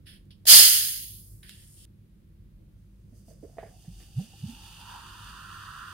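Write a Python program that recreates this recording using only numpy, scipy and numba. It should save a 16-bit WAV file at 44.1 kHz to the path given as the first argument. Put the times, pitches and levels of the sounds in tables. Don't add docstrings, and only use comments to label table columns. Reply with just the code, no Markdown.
import sys
import numpy as np
from scipy import signal
from scipy.fft import rfft, irfft, next_fast_len
from scipy.io import wavfile
from scipy.ndimage import uniform_filter1d
from numba import njit

SR = 44100
rng = np.random.default_rng(int(sys.argv[2]) if len(sys.argv) > 2 else 0)


def generate_wav(sig):
    pcm = np.round(np.clip(np.atleast_2d(sig).T, -1, 1) * 32767).astype(np.int16)
    wavfile.write(sys.argv[1], SR, pcm)


N = 261513
T = np.arange(N) / SR


def undb(db):
    return 10 ** (np.asarray(db) / 20)


def along(table, hz):
    table_hz, value = np.transpose(table)
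    return np.interp(np.log(np.maximum(hz, 1)), np.log(table_hz), value)


def columns(table):
    s, *cols = np.transpose(table)
    gate = (T >= s[0]) & (T <= s[-1])
    return [np.interp(T, s, c) for c in cols], gate


def shape(x, gain):
    size = next_fast_len(N + 8192)
    hz = np.arange(size // 2 + 1) * SR / size
    return irfft(rfft(x, size) * gain(hz), size)[..., :N]


def bumps(x, table):
    def gain(hz):
        return undb(sum(db * np.exp(-((hz - f) / w) ** 2) for f, w, db in table))
    return shape(x, gain)


def unit(x):
    return x / np.sqrt(np.mean(x ** 2))


def walk(rate_hz):
    k = int(SR / rate_hz)
    steps = np.repeat(rng.standard_normal(N // k + 1), k)
    slewed = uniform_filter1d(uniform_filter1d(steps, k), k)
    return unit(slewed[:N])


def grains(scatter_db):
    sizes = np.minimum(rng.exponential(size=(2, N)), 6)
    return unit(rng.standard_normal((2, N)) * undb(scatter_db * sizes))


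ECHO_SHARE, ECHO_FROM_HZ, ECHO_RIPPLE_HZ = .7, 1200, 118.4


def pair(x, alike):
    turns_rad = np.cumsum(rng.standard_normal(400))

    def share(hz):
        return ECHO_SHARE * hz ** 2 / (hz ** 2 + ECHO_FROM_HZ ** 2)

    def like(hz):
        return np.clip(along(alike, hz), -.9, .99)

    def echo_gain(hz):
        angle_rad = 2 * np.interp(hz / ECHO_RIPPLE_HZ, np.arange(400), turns_rad)
        return np.sqrt(1 - like(hz)) * share(hz) * np.exp(1j * angle_rad)

    mid = shape(x[0], lambda hz: np.sqrt(1 + like(hz)))
    echo = shape(x[0], echo_gain)
    side = echo + shape(x[1], lambda hz: np.sqrt((1 - like(hz)) * (1 - share(hz) ** 2)))
    return np.array([mid + side, mid - side]) / np.sqrt(2)


def hiss(colour, alike, scatter_db, flicker_db, rate_hz):
    x = shape(grains(scatter_db), lambda hz: undb(along(colour, hz)))
    return pair(unit(x), alike) * undb(flicker_db * walk(rate_hz))


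@njit
def svf(x, hz, width_hz):
    y, band, low = np.empty(len(x)), 0., 0.
    for i in range(len(x)):
        g, k = np.tan(np.pi * hz[i] / SR), width_hz / hz[i]
        v = (band + g * (x[i] - low)) / (1 + g * (g + k))
        band, low, y[i] = 2 * v - band, low + 2 * g * v, k * v
    return y


def add(out, start_s, x):
    i = int(start_s * SR)
    out[..., i:i + x.shape[-1]] += x[..., :N - i]


# [freq_hz, relative_db]
ROOM_COLOUR = [(13, -37), (22, -3), (43, -1.5), (74, -7.5), (106, -2), (124, -13), (151, -6.5),
               (200, -14.5), (266, -22.5), (340, -20), (399, -31), (538, -31), (915, -59), (1500, -49.5),
               (1950, -75.5), (3300, -120)]
# [freq_hz, likeness (-1 to 1)]
ALIKE_ROOM = [(60, 1), (130, 0.84), (290, 0.7), (640, 0.25), (1410, -0.79), (3100, -0.84), (6820, 0.54),
              (15000, -0.06)]
# [freq_hz, width_hz, rms_db]
HUM = [(50.7, 1.2, -58), (103.28, 2.3, -59.5), (140.65, 3.3, -69.5), (194.04, 14, -65.5), (355, 42, -79)]
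ROOM_DB = -53.5


def room():
    out = undb(ROOM_DB) * hiss(ROOM_COLOUR, ALIKE_ROOM, .1, 0.82, 7.4)
    for hz, width_hz, rms_db in HUM:
        centre_hz = np.full(N, 1. * hz)
        narrow = svf(rng.standard_normal(N), centre_hz, 1. * width_hz)
        out = out + undb(rms_db) * unit(svf(narrow, centre_hz, 2. * width_hz))
    return out


def stroke(start_s, level_db, rise_s, hold_s, fade_db_per_s):
    fading_s = np.maximum(T - start_s - rise_s - hold_s, 0)
    return np.clip((T - start_s) / rise_s, 0, 1) ** 2 * undb(level_db - fade_db_per_s * fading_s)


# [freq_hz, relative_db]
RUB_COLOUR = [(530, -40), (900, -26), (1080, -28), (1780, -2), (2180, -9.5), (3200, 3.5), (3970, -5),
              (5160, -2.5), (6100, -21.5), (7390, -23), (9850, -3), (11500, -10), (12800, -22),
              (15700, -19)]
# [freq_hz, likeness (-1 to 1)]
ALIKE_CAP = [(60, 0.68), (130, 0.69), (290, 0.2), (640, -0.009), (1410, 0.044), (3100, 0.099),
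             (6820, -0.21), (15000, 0.14)]
# [start_s, level_db, rise_s, hold_s, fade_db_per_s, low_band_db, high_band_db]
STROKES = [(0.051, -53, 0.019, 0.071, 280, 2, 0.5), (.303, -56, 0.0042, 0.0051, 294, -16, -7),
           (1.426, -54.5, 0.0046, 0.0037, 320, 11, 5.5), (1.448, -50.5, 0.046, 0.024, 260, -2, 0),
           (1.531, -65, 0.032, 0.078, 148, 3, -2), (1.725, -60.5, 0.066, 0.089, 100, -17, -14)]
# [start_s, peak_db, brightness_db]
TICKS = [(0.2554, -60, 15), (0.3067, -49, -30), (0.318, -61, -16), (0.4558, -34, -14), (1.432, -39, -7.5),
         (1.494, -30.5, 3), (1.8514, -51.5, 3)]
# [freq_hz, width_hz, level_db]
CAP_BANDS = [(1910, 680, -1), (3550, 900, 5), (5030, 1100, -2.5), (10000, 6900, -3.5)]
CRACK_S = .454
POP_HZ, POP_DB, POP_T60_S = 650, -43, 0.027


def cap():
    rub = hiss(RUB_COLOUR, ALIKE_CAP, 2.23, 1.3, 60.3)
    low = shape(rub, lambda hz: 1 / (1 + (hz / 2300) ** 12))
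    high = shape(rub, lambda hz: 1 / (1 + (7000 / (hz + 1)) ** 12))
    out = np.zeros((2, N))
    for *envelope, low_db, high_db in STROKES:
        tinted = rub + (undb(low_db) - 1) * low + (undb(high_db) - 1) * high
        out += stroke(*envelope) * tinted
    t = T[:4000]
    for start_s, peak_db, bright_db in TICKS:
        snap, *tail = rng.standard_normal((3, len(t)))
        push = (1 + .4 * snap) * np.exp(-t / 0.00004)
        push = push + undb(-25.5) * np.array(tail) * np.exp(-t / .012)
        tick = 0
        for hz, width_hz, db in CAP_BANDS:
            edges_hz = [hz - width_hz / 2, hz + width_hz / 2]
            band = signal.butter(2, edges_hz, "band", fs=SR, output="sos")
            tick = tick + undb(db + bright_db * (hz > 6000)) * signal.sosfilt(band, push)
        add(out, start_s, undb(peak_db) * tick / np.abs(tick).max())
    pop = np.sin(2 * np.pi * POP_HZ * t) * 1000. 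** (-t / POP_T60_S)
    add(out, CRACK_S, undb(POP_DB) * pop)
    return out


# [freq_hz, loss_db_per_db]
JET_FADE = [(300, 1), (700, 1.5), (1500, 0.91), (2500, 0.98), (3800, 0.97), (5000, 1.09), (6000, 1),
            (7000, 1), (8200, 1.14), (9500, 0.89), (12000, 0.79), (13000, 0.9), (15500, 0.83)]
JET_EDGE_HZ, JET_EDGE_DB = 460, 18


def swell(x, level_db, slopes):
    hz, s, z = signal.stft(x * undb(level_db), SR, nperseg=256)
    after_peak = s > T[level_db.argmax()]
    drop_db = (level_db.max() - np.interp(s, T, level_db)) * after_peak
    edge_hz = JET_EDGE_HZ * 2 ** (drop_db / JET_EDGE_DB)
    high_pass = 1 / np.sqrt(1 + (edge_hz / (hz[:, None] + 1)) ** 8)
    gain = undb(-np.outer(along(slopes, hz) - 1, drop_db)) * high_pass
    return signal.istft(z * gain, SR, nperseg=256)[1][:, :N]


# [freq_hz, relative_db]
JET_COLOUR = [(120, -49.5), (200, -22), (288, -32.5), (632, -25), (1110, -24.5), (1600, -17), (2350, -15.5),
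              (2980, -6), (3780, -6), (4350, -2), (5100, -1.5), (5550, -5.5), (6190, -6), (7990, -4.5),
              (10100, -2), (15700, -10.5)]
# [freq_hz, width_hz, gain_db]
NECK = [(1930, 370, 2.5), (3322, 630, 2), (3896, 350, -4.5), (4860, 630, 1.5), (5648, 300, -4.5),
        (6400, 310, 2), (7590, 660, -3)]
# [time_s, level_db]
SEEP = [(1.15, -63), (1.3, -62.5), (1.43, -66), (1.5, -60), (1.7, -56), (1.87, -56.5)]
# [freq_hz, relative_db]
SEEP_COLOUR = [(3240, -26), (5500, -9), (5850, -17.5), (6640, -7.5), (7320, -10), (9150, 0), (10700, -8.5),
               (12100, -6), (12800, -17), (15700, -17)]
LEAK_DB = -41.5
BLAST_S, SWELL_S, SWELL_POWER, BLAST_DB = 0.4643, 0.027, 1.3, -6.5
FADE_FROM_S, FADE_DB_PER_S, FADE_BEND_DB_PER_S2 = 0.56, 69, 11.5


def jet():
    blast = 1 - np.exp(-(np.maximum(T - BLAST_S, 0) / SWELL_S) ** SWELL_POWER)
    late_s = np.maximum(T - FADE_FROM_S, 0)
    level_db = 20 * np.log10(undb(LEAK_DB) + undb(BLAST_DB) * blast)
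    level_db = level_db - FADE_DB_PER_S * late_s - FADE_BEND_DB_PER_S2 * late_s ** 2
    (seep_db,), seeping = columns(SEEP)
    seep = undb(seep_db) * seeping * hiss(SEEP_COLOUR, ALIKE_CAP, 2.4, 1.1, 13.13)
    gas = bumps(hiss(JET_COLOUR, ALIKE_CAP, 1.5, 0.34, 40), NECK)
    return swell(gas * (T > CRACK_S), level_db, JET_FADE) + seep


AIR_M, AIR_LEAST_M, FILL_FROM_S, FILL_M_PER_S = .131, 0.0864, 3.32, 0.025


def air_pitch(s):
    air_m = AIR_M - FILL_M_PER_S * np.maximum(s - FILL_FROM_S, 0)
    return 343 / 4 / np.maximum(air_m, AIR_LEAST_M)


# [time_s, foam_fizz_db, churn_db, mug_air_db]
POUR = [(2.6, -92, -93, -90), (3.1, -76.5, -110, -92), (3.5, -68.5, -87, -77), (3.64, -62.5, -87, -61.5),
        (3.83, -59, -97, -71.5), (4.1, -60.5, -85.5, -74), (4.4, -55.5, -83, -69.5),
        (4.6, -54.5, -68, -65.5), (4.8, -52.5, -60.5, -58.5), (4.89, -54, -54.5, -51),
        (5.24, -54, -52, -56), (5.34, -54.5, -48.5, -72), (5.67, -54, -46.5, -76), (5.84, -54.5, -44, -79),
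        (5.93, -53, -47, -77)]
# [peak_s, extra_level_db]
GUSHES = [(2.8, 8), (3.17, 12), (3.295, 13.5), (3.445, 5.5), (3.77, -0.5), (4.01, 4.5), (4.2, 6), (4.5, 3),
          (4.67, 1.5), (4.9, 2), (5.02, 1), (5.24, 1.5)]
# [freq_hz, relative_db]
FIZZ_COLOUR = [(1120, -22), (1900, -16), (1990, -23), (2250, -23), (2450, -10), (2830, -1), (3260, -5),
               (4030, -12.5), (4640, -8), (5630, -15.5), (6260, -10), (7090, -14), (9320, -11.5),
               (10100, -15.5), (15700, -23)]
# [freq_hz, width_hz, gain_db]
RIM = [(2270, 160, 1), (2800, 160, 1.5), (3600, 140, 5), (4100, 190, -1.5), (4850, 260, 3), (7160, 260, -4),
       (9400, 310, 3)]
# [freq_hz, relative_db]
CHURN_COLOUR = [(500, -35), (850, -11), (900, -25), (981, 1.5), (1360, 8), (1590, 1.5), (1730, -1),
                (1910, -7.5), (2100, -27), (2730, -36), (4620, -120)]
# [freq_hz, likeness (-1 to 1)]
ALIKE_MUG = [(60, 0.94), (130, 0.89), (290, 0.61), (640, 0.29), (1410, 0.66), (3100, 0.46), (6820, 0.038),
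             (15000, 0.09)]
FOAM_S = (3.18, 3.9, 4.83)
COARSE_DB = (-19, -6.5, 1.7)
GUSH_RISE_S, GUSH_FALL_S = 0.035, 0.063


def pour():
    (fizz_db, churn_db, air_db), pouring = columns(POUR)
    gush_db = np.zeros(N)
    for peak_s, extra_db in GUSHES:
        width_s = np.where(T < peak_s, GUSH_RISE_S, GUSH_FALL_S)
        gush_db += extra_db * np.exp(-((T - peak_s) / width_s) ** 2)
    fizz = bumps(hiss(FIZZ_COLOUR, ALIKE_MUG, 2.37, 0.44, 25), RIM)
    coarse = shape(fizz, lambda hz: 1 / (1 + (hz / 4650) ** 20))
    coarse_gain = undb(np.interp(T, FOAM_S, COARSE_DB))
    fizz = undb(fizz_db) * (fizz - coarse + coarse_gain * coarse)
    churn = undb(churn_db) * hiss(CHURN_COLOUR, ALIKE_MUG, 2.1, 1.17, 9)
    air_hz = air_pitch(T)
    air = np.array([svf(svf(x, air_hz, 150.0), air_hz, 216.0) for x in grains(3.3)])
    air = undb(air_db + 2.8 * walk(18)) * pair(unit(air), ALIKE_MUG)
    return ((fizz + churn) * undb(gush_db) + air) * pouring


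# [start_s, ring_peak_db, brightness_db, wash_rel_ring_db]
SPLASHES = [(2.766, -73, -8, -14), (3.124, -68, -9, 3.5), (3.283, -51.5, -9.5, -7.5),
            (3.305, -55, -16, -2.5), (3.427, -51.5, -19, 1.5), (3.494, -56.5, -9.5, -13),
            (3.570, -46, -3, -16), (3.5835, -30.5, 2.5, -17.5), (3.629, -35.5, -8, -25),
            (3.634, -34, -4, -26), (3.664, -50, -2, -18.5), (3.846, -56.5, 2.5, -11),
            (4.002, -56.5, 11, -11), (4.194, -46, -9, -9.5), (4.334, -52, -10, -27)]
# [freq_hz, level_db, t60_s]
MUG = [(496, 4, 0.025), (677, 5, 0.069), (800, -31, .02), (1330, -4.5, 0.011), (1802, -0.5, 0.01),
       (2980, -18, 0.01)]
# [freq_hz, relative_db]
WASH_COLOUR = [(150, -56), (250, -19), (340, -22), (451, -6.5), (558, -8), (682, -9), (833, -38),
               (1130, -19), (1320, -28), (1730, -16), (4200, -40), (5460, -73), (9240, -120)]
MUG_AT_S = 3.6


def splashes():
    out, t = np.zeros((2, N)), T[:8000]
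    drops = hiss(WASH_COLOUR, ALIKE_MUG, 2.3, 1.2, 50)
    dull = shape(drops, lambda hz: 1 / (1 + (hz / 900) ** 8))
    for start_s, peak_db, bright_db, wash_db in SPLASHES:
        ring, rise = 0, air_pitch(start_s) / air_pitch(MUG_AT_S)
        scatter = rng.standard_normal((len(MUG), 2))
        for (hz, db, t60_s), (detune, uneven) in zip(MUG, scatter):
            is_air = 600 < hz < 750
            pitch_hz = hz * (1 + .012 * detune) * (rise if is_air else 1)
            mode = np.sin(2 * np.pi * pitch_hz * t) * 1000. ** (-t / t60_s)
            ring = ring + undb(db + 0.27 * uneven + bright_db * (hz > 1100)) * mode
        ring = ring * (1 - np.exp(-t / 0.00079))
        i = int(start_s * SR)
        low, full = dull[:, i:i + len(t)], drops[:, i:i + len(t)]
        wash = low + undb(bright_db) * (full - low)
        wash = wash * np.exp(-t / 0.038) * (1 - np.exp(-t / 0.0044))
        add(out, start_s, undb(peak_db) * (ring / np.abs(ring).max() + undb(wash_db) * wash))
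    return out


# [peak_s, peak_db, pitch_at_peak_hz, climb_octaves_per_s, swell_s, fade_s]
GLUGS_AND_THUMP = [(3.13, -49.5, 229, 4, 0.0066, 0.0054), (3.284, -45.5, 200, 4.5, 0.0019, 0.011),
                   (3.433, -40.5, 269, 5.4, 0.0014, 0.011), (3.455, -41.5, 440.7, 24, 0.017, 0.0078),
                   (3.885, -33.5, 145.5, 12.3, 0.0067, 0.015), (4.0, -40.5, 50.2, 1, 0.089, 0.044),
                   (4.188, -20.5, 146, 20.1, 0.018, 0.011), (4.218, -34, 193, 6.9, 0.012, 0.016),
                   (4.443, -26, 155, 46, 0.011, 0.0083), (4.466, -31, 104.7, 2.2, 0.0053, 0.0059),
                   (4.497, -38, 239.8, 0.67, 0.016, 0.024), (4.535, -45.5, 243, 1.12, 0.017, 0.015)]
LEAD_S = .12


def glugs_and_thump():
    out, wobble, shake = np.zeros(N), walk(90), walk(130)
    t = T[:int(.3 * SR)] - LEAD_S
    for peak_s, peak_db, hz, climb, swell_s, fade_s in GLUGS_AND_THUMP:
        span = slice(int(peak_s * SR), int(peak_s * SR) + len(t))
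        pitch_hz = hz * 2 ** (np.clip(climb * t, -1, .6) + 0.06 * wobble[span])
        rising = np.exp(-(t / swell_s) ** 2)
        fading = np.exp(-(np.abs(t) / fade_s) ** 1.03)
        body = np.where(t < 0, rising, fading)
        tone = np.sin(2 * np.pi * np.cumsum(pitch_hz) / SR)
        add(out, peak_s - LEAD_S, undb(peak_db + 1.0 * shake[span]) * body * tone)
    return out


CUT_S = 1.853


def scene():
    opening = (cap() + jet()) * (T < CUT_S)
    pouring = pour() + splashes() + glugs_and_thump()
    return room() + opening + pouring


# [freq_hz, left_minus_right_db]
PORTS = [(60, 0.5), (200, -3.5), (380, -7), (700, -4), (1290, -5), (2380, -3), (3300, -1), (4400, -7),
         (6000, -5), (8100, 0.5), (11000, 2.5), (13500, -10), (15500, -7.5)]
# [freq_hz, relative_db]
SELF_NOISE = [(500, -8.5), (800, 2), (2000, 0.5), (4000, -2), (6300, -7.5), (8000, -8), (10000, -3.5),
              (15700, -5.5)]
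SELF_DB, TOP_HZ = -75, 15750


def record(dry):
    def port_gain(hz):
        bass_cut = 1 / np.sqrt(1 + (36 / (hz + 1)) ** 8)
        return undb(np.outer([.5, -.5], along(PORTS, hz))) * bass_cut

    noise = shape(rng.standard_normal((2, N)), lambda hz: undb(along(SELF_NOISE, hz)))
    ports = shape(dry, port_gain) + undb(SELF_DB) * unit(noise)
    top_cut = signal.ellip(10, .2, 70, TOP_HZ, fs=SR, output="sos")
    return signal.sosfilt(top_cut, np.clip(ports, -.95, .95))


dry = scene()
out = record(dry)
generate_wav(out)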